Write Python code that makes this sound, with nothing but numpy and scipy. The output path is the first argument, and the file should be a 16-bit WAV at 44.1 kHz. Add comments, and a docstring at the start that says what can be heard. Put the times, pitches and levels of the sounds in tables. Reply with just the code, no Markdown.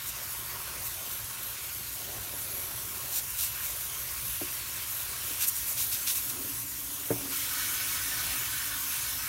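"""A garden hose rinses a car's engine bay outdoors, close to a mono microphone.
The nozzle's mist hisses, and a narrow high sizzle wavers above it. The drops drum on a plastic cover,
spatter on ribs and bolts, then reach deeper, hollow parts that ring; near panels throw the water's sound
back. A hollow plastic housing is bumped twice hard and twice lightly, over a low outdoor rumble."""
import sys
import numpy as np
from scipy import signal
from scipy.fft import rfft, irfft, next_fast_len
from scipy.io import wavfile
from scipy.ndimage import uniform_filter1d, map_coordinates

SR = 44100
rng = np.random.default_rng(int(sys.argv[2]) if len(sys.argv) > 2 else 0)


def put_to_file(sound):
    """Save the sound as 16-bit audio at rate SR, in the file named by the first command-line argument."""
    columns = np.atleast_2d(sound).T  # one column per channel
    safe = np.clip(columns, -1, 1)
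    whole_steps = np.round(safe * 32767)
    wavfile.write(sys.argv[1], SR, whole_steps.astype(np.int16))


N = 409248

# the jet as the hand moves it, relative levels of mist and landing drops: time_s, hiss_db, force_db
JET_LEVELS = [(0, -44, -45.5), (2.0, -43.5, -46.5), (3.3, -41.5, -46.5), (4.15, -40, -45.5),
              (4.65, -41.5, -44), (5.2, -40, -44), (6.1, -38, -46), (6.48, -39.5, -47), (6.6, -40.5, -49.5),
              (7.29, -41, -47), (7.33, -37, -40), (7.7, -37, -39.5), (8.5, -37.8, -40.5),
              (8.8, -39.5, -42.5), (8.96, -37, -40.5), (9.28, -39.3, -43.5)]


def amp(db):
    return 10 ** (np.asarray(db) / 20)


def unit(x):
    return x / np.sqrt(np.mean(x ** 2) + 1e-20)


def curves(rows):
    """One value per sample for each column after the time."""
    time_s, *columns = np.transpose(rows)
    return [np.interp(np.arange(N) / SR, time_s, column) for column in columns]


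def wobble(knots_per_s):
    """A smooth random curve."""
    return map_coordinates(rng.standard_normal(2048), [np.arange(N) * knots_per_s / SR], mode="wrap")


def swell(peak_s, rise_s, fall_s):
    """A gain that climbs to 1 at peak_s and falls away again."""
    dt = np.arange(N) / SR - peak_s
    distance = np.maximum(-dt / rise_s, dt / fall_s)
    return np.exp(-np.minimum(distance, 10) ** 2.98)  # squarer than a bell curve


def filtered(x, response):
    """x times a complex response of frequency."""
    size = next_fast_len(len(x) + SR // 2)
    return irfft(rfft(x, size) * response(np.fft.rfftfreq(size, 1 / SR)), size)[:len(x)]


def coloured(x, spectrum):
    """x shaped by (frequency_hz, level_db) points on a log axis, at rms 1."""
    points_hz, db = np.transpose(spectrum)
    return unit(filtered(x, lambda hz: amp(np.interp(np.log(hz + 1), np.log(points_hz), db))))


def resonated(x, modes):
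    """x ringing through (pitch_hz, width_hz, level_db) resonances, at rms 1."""
    def response(hz):
        return sum(amp(db) * 1j * hz * width / (pitch * pitch - hz * hz + 1j * hz * width)
                   for pitch, width, db in modes)
    return unit(filtered(x, response))


def drops(per_second, clump_db, clump_rate):
    """Tiny impacts at random times; the jet breaks up into clumps."""
    sizes = rng.standard_normal(N) * amp(clump_db * wobble(clump_rate))
    return unit(sizes * (rng.random(N) < per_second / SR))


def patchy(x, depth_db):
    """The colour drifts as the jet wanders over uneven surfaces."""
    spectra = signal.stft(x, nperseg=512)[2]
    patches = uniform_filter1d(rng.standard_normal(spectra.shape), size=6, axis=0)
    patches = uniform_filter1d(patches, size=16, axis=1)
    return signal.istft(spectra * amp(depth_db * unit(patches)), nperseg=512)[1][:N]


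def glancing(x, delay_s, sway, strength):
    """x plus its bounce off a wet surface: the path changes as the hand sways, so notches sweep."""
    lag = delay_s * SR * np.exp(sway * wobble(3.5))
    return unit(x + strength * map_coordinates(x, [np.arange(N) - lag], order=3))


def engine_bay(x, wet_db, t60_s):
    """Close panels throw a short cluster of dull reflections back to the microphone."""
    t = np.arange(SR // 20) / SR
    echoes = rng.standard_normal(len(t)) * (rng.random(len(t)) < .04)
    echoes *= (t > .002) * amp(-60 * t / t60_s)
    wet = signal.fftconvolve(x, echoes / np.linalg.norm(echoes))[:N]
    return x + amp(wet_db) * filtered(wet, lambda hz: 1 / (1 + (hz / 5500) ** 2))


def rumble():
    """Low outdoor background around the car, swelling now and then."""
    # the background's colour: frequency_hz, level_db
    spectrum = [(20, -44), (32, -31), (45, -10.5), (56, 2.5), (72, -3), (100, -2), (120, 1), (145, -9.5),
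                (220, -16), (500, -34), (2000, -70)]
    # its swells: peak_s, half_length_s, level_db
    surges = [(2.193, 0.044, -51), (4.262, .09, -56.5), (8.278, 0.13, -52.5)]
    gain = amp(-52 + 0.5 * wobble(7)) + sum(amp(db) * swell(s, half, half) for s, half, db in surges)
    return gain * coloured(rng.standard_normal(N), spectrum)


def bumps():
    """Soft blows on hollow plastic: a light first touch, a dull scuff, then the modes die away."""
    # blows on the housing: start_s, relative_db, scuff_cutoff_hz
    blows = [(2.335, -42, 800), (4.412, -32.5, 900), (5.305, -43.5, 600), (7.105, -20, 700)]
    # the struck housing's modes: pitch_hz, level_db, t60_s
    modes = [(115.6, -12, 0.25), (180, -9.5, 0.15), (288, 2, 0.13), (358, -1, 0.15), (450, -4, 0.082),
             (590, -2, 0.055), (679, -6, 0.073), (900, -14, 0.08)]
    touch_spectrum = [(600, -13), (1400, -2), (1800, -4), (3000, -27), (8000, -60)]
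    touch_t60_s, scuff_t60_s, attack_s = 0.12, 0.075, 0.0035
    out, t = np.zeros(N + SR), np.arange(SR // 2) / SR
    for start_s, db, cutoff_hz in blows:
        touch = coloured(rng.standard_normal(len(t)), touch_spectrum)
        ring = np.zeros(len(t))
        for pitch_hz, level_db, t60_s in modes:
            decay = amp(level_db + rng.normal(0, 2.2) - 60 * t / t60_s)
            ring += decay * np.sin(2 * np.pi * (pitch_hz * t + rng.random()))
        noise = rng.standard_normal(len(t))
        scuff = unit(filtered(noise, lambda hz: hz / (hz + 220) / (1 + (hz / cutoff_hz) ** 3)))
        blow = ring * (1 - np.exp(-t / attack_s)) + 0.5 * scuff * amp(-60 * t / scuff_t60_s)
        out[round((start_s - .003) * SR):][:len(t)] += amp(db - 17.0 - 60 * t / touch_t60_s) * touch
        out[round(start_s * SR):][:len(t)] += amp(db - 2.5) * blow
    return out[:N]


def engine_parts():
    """Down in the bay the deeper parts ring under the drops and the hollow housing drones."""
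    # the jet reaches down between the parts: time_s, relative_db
    reach = [(7.27, -80), (7.33, -62), (7.6, -41), (8.4, -44), (8.8, -49), (9.28, -42.5)]
    # the jet passes near the housing: peak_s, rise_s, fall_s, level_db
    passes = [(2.9, 1.33, 0.38, -63.5), (6.38, .07, 0.19, -53.5), (7.25, 0.093, 0.074, -48.5),
              (7.4, 2.03, 2.05, -56)]
    # resonances of the parts and of the housing: pitch_hz, width_hz, level_db
    part_modes = [(1285, 16, -1.5), (1523, 27, 1), (1755, 180, -6), (2212, 36, -0.5), (3026, 130, -7.5),
                  (4070, 99, -18), (5250, 94, -4), (6130, 230, -9)]
    housing_modes = [(279, 25, 1.5), (358, 20, -11), (442, 63, -31), (650, 31, -23)]
    reach_db, = curves(reach)
    housing_gain = sum(amp(db) * swell(s, rise_s, fall_s) for s, rise_s, fall_s, db in passes)
    parts = resonated(patchy(drops(9000, clump_db=0.5, clump_rate=90), depth_db=3.0), part_modes)
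    housing = resonated(drops(3000, clump_db=-0.6, clump_rate=36), housing_modes)
    return amp(reach_db + 1.5) * parts + housing_gain * housing


def spatters():
    """On an edge the jet bursts into coarse spray and rattles the part; small ridges add faint bursts."""
    # the jet catches a rib or a bolt: peak_s, rise_s, fall_s, spray_db, rattle_db
    catches = [(0.085, .02, .02, -34, -60), (0.865, 0.021, .025, -34.5, -54), (1.12, .015, .02, -39, -52),
               (3.18, .062, 0.022, -28, -39), (3.405, 0.024, 0.075, -28.5, -38),
               (3.655, 0.04, 0.027, -33, -47), (3.705, 0.021, 0.023, -33.5, -47),
               (5.25, .025, 0.033, -38, -52), (5.43, 0.027, 0.027, -26.5, -34.5),
               (5.49, 0.02, 0.0093, -24, -53), (5.57, .02, .025, -32, -46), (5.69, 0.024, 0.045, -31, -54),
               (5.8, 0.027, 0.05, -29, -36.5), (5.934, 0.018, .038, -35, -37),
               (6.082, 0.016, 0.045, -27, -33.5), (6.165, .02, .035, -31, -41),
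               (6.303, 0.012, 0.0086, -33, -41)]
    # colours of the spray and of the rattling part: frequency_hz, level_db
    spray_spectrum = [(1200, -29), (4900, -32), (5700, -7), (7700, -3), (9100, -2), (10400, -7.5),
                      (11200, 0.5), (15700, -2)]
    rattle_spectrum = [(700, -28), (1500, -9.5), (2000, -11.5), (2550, -1.5), (3100, -6.5), (3700, 0.5),
                       (4300, -2), (4900, -3), (5700, 1), (8000, -17), (14000, -38)]
    ridges_per_s, ridge_max_db, ridge_half_s = 4.2, -40, 0.023
    spray_gain, rattle_gain = np.zeros(N), np.zeros(N)
    for peak_s, rise_s, fall_s, spray_db, rattle_db in catches:
        contact = swell(peak_s, rise_s, fall_s)
        spray_gain += amp(spray_db) * contact
        rattle_gain += amp(rattle_db) * contact
    for when, size in rng.random((int(ridges_per_s * N / SR), 2)):
        spray_gain += amp(ridge_max_db) * size * swell(when * N / SR, ridge_half_s, ridge_half_s)
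    spray = coloured(patchy(drops(15000, clump_db=1.5, clump_rate=430), depth_db=1.5), spray_spectrum)
    rattle = coloured(patchy(drops(7000, clump_db=0.2, clump_rate=300), depth_db=0.1), rattle_spectrum)
    return spray_gain * spray + rattle_gain * rattle


def cover():
    """Drops patter on stiff surfaces; on the thin cover they also drum and splash in the water film."""
    # the wet cover's response, relative to the force of the drops: time_s, drum_db, film_db
    response = [(0, -5, -10), (0.55, -3, -7), (1.9, -9, -8.5), (3.05, -4.5, -5.5), (3.35, -6.5, -12),
                (3.85, -5, -8.5), (4.15, -7.5, -12.5), (6.1, -8, -12), (6.4, -4, -8), (6.7, -7, -13.5),
                (7.2, -4, -4), (7.4, -11, -18), (8.1, -8.5, -17), (9.28, -7, -17)]
    # colours of the drumming cover, the patter and the water film: frequency_hz, level_db
    drum_spectrum = [(450, -36), (830, -13.5), (960, 0.5), (1090, -0.5), (1200, -3), (1400, -3.5),
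                     (1700, -14), (2500, -21.5)]
    patter_spectrum = [(900, -30), (1400, -3), (1600, -2.5), (1950, -3.5), (2450, -1.5), (3200, -3),
                       (4300, -3), (4900, -5), (5500, -4.5), (6400, -7), (9000, -10.5), (16000, -40)]
    film_spectrum = [(100, -8.5), (200, -7), (300, -3), (385, -1.5), (480, -4), (590, 0.5), (820, -5),
                     (1200, -13), (2500, -24.5)]
    _, force_db = curves(JET_LEVELS)
    drum_db, film_db = curves(response)
    drum = coloured(patchy(drops(7000, clump_db=-0.55, clump_rate=160), depth_db=1.3), drum_spectrum)
    patter = coloured(patchy(drops(14000, clump_db=0.13, clump_rate=180), depth_db=1.94), patter_spectrum)
    film = coloured(patchy(drops(3000, clump_db=-0.4, clump_rate=40), depth_db=2.5), film_spectrum)
    return amp(force_db) * (amp(1.6) * patter + amp(drum_db) * drum + amp(film_db) * film)


def nozzle():
    """Fine mist hisses; a narrow sizzle near 11 kHz wavers above the hiss and sinks as it flares."""
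    # colours of the mist, the unshifted sizzle and the sizzle's low cut: frequency_hz, level_db
    mist_spectrum = [(900, -28), (2500, -17.5), (4900, -12.5), (5600, -5.5), (6500, -3), (7650, -5.5),
                     (9300, -1), (9900, -2), (10400, -2), (11000, 1), (12500, 0), (14000, -0.5),
                     (15700, -2)]
    sizzle_spectrum = [(10300, -38.5), (10900, -9), (11250, 0.5), (11600, -9), (12050, -4), (13000, -13),
                       (15000, -10)]
    low_cut = [(10450, -18), (10850, -2)]
    # the sizzle flares up: peak_s, half_length_s, level_db
    flares = [(0.36, 0.049, -42), (0.622, 0.032, -45), (1.155, 0.053, -41), (2.57, .13, -46),
              (4.334, .12, -45), (5.87, .09, -42), (8.839, 0.071, -42.5), (9.17, 0.038, -38.5)]
    resting_db, swing_db, wander_hz, sag_hz_per_db = -43.5, 3, 250.4, 35
    hiss_db, _ = curves(JET_LEVELS)
    mist = coloured(patchy(drops(40000, clump_db=-0.5, clump_rate=700), depth_db=1.5), mist_spectrum)
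    mist = glancing(mist, delay_s=0.000599, sway=0.239, strength=0.19)  # off the part being sprayed
    mist = glancing(mist, delay_s=.0025, sway=0.053, strength=0.29)  # off a farther panel
    sizzle_gain = amp(resting_db + swing_db * wobble(12))
    sizzle_gain += sum(amp(db) * swell(s, half, half) for s, half, db in flares)
    sag_hz = sag_hz_per_db * (20 * np.log10(sizzle_gain) - resting_db)
    shift_hz = 140 + wander_hz * wobble(9) + 90 * wobble(24) - sag_hz
    band = signal.hilbert(coloured(rng.standard_normal(N), sizzle_spectrum))
    shifted = np.real(band * np.exp(2j * np.pi * np.cumsum(shift_hz) / SR))
    sizzle = glancing(coloured(shifted, low_cut), delay_s=0.00082, sway=0.115, strength=0.45)
    flutter_db = 0.55 * wobble(30) + 0.55 * wobble(130)
    mist_gain = amp(hiss_db + 5.0 + 0.25 * wobble(11))
    return amp(flutter_db) * (mist_gain * mist + sizzle_gain * sizzle)


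def scene():
    """One microphone close to the engine bay, the same on both channels."""
    water = engine_bay(nozzle() + cover() + spatters(), wet_db=-13.0, t60_s=0.053)
    mono = water + engine_parts() + bumps() + rumble()
    return np.array([mono, mono])


def record(dry):
    """The recorder keeps nothing above its band limit."""
    return np.array([filtered(channel, lambda hz: hz < 15800) for channel in dry])


dry = scene()
out = record(dry)
put_to_file(out)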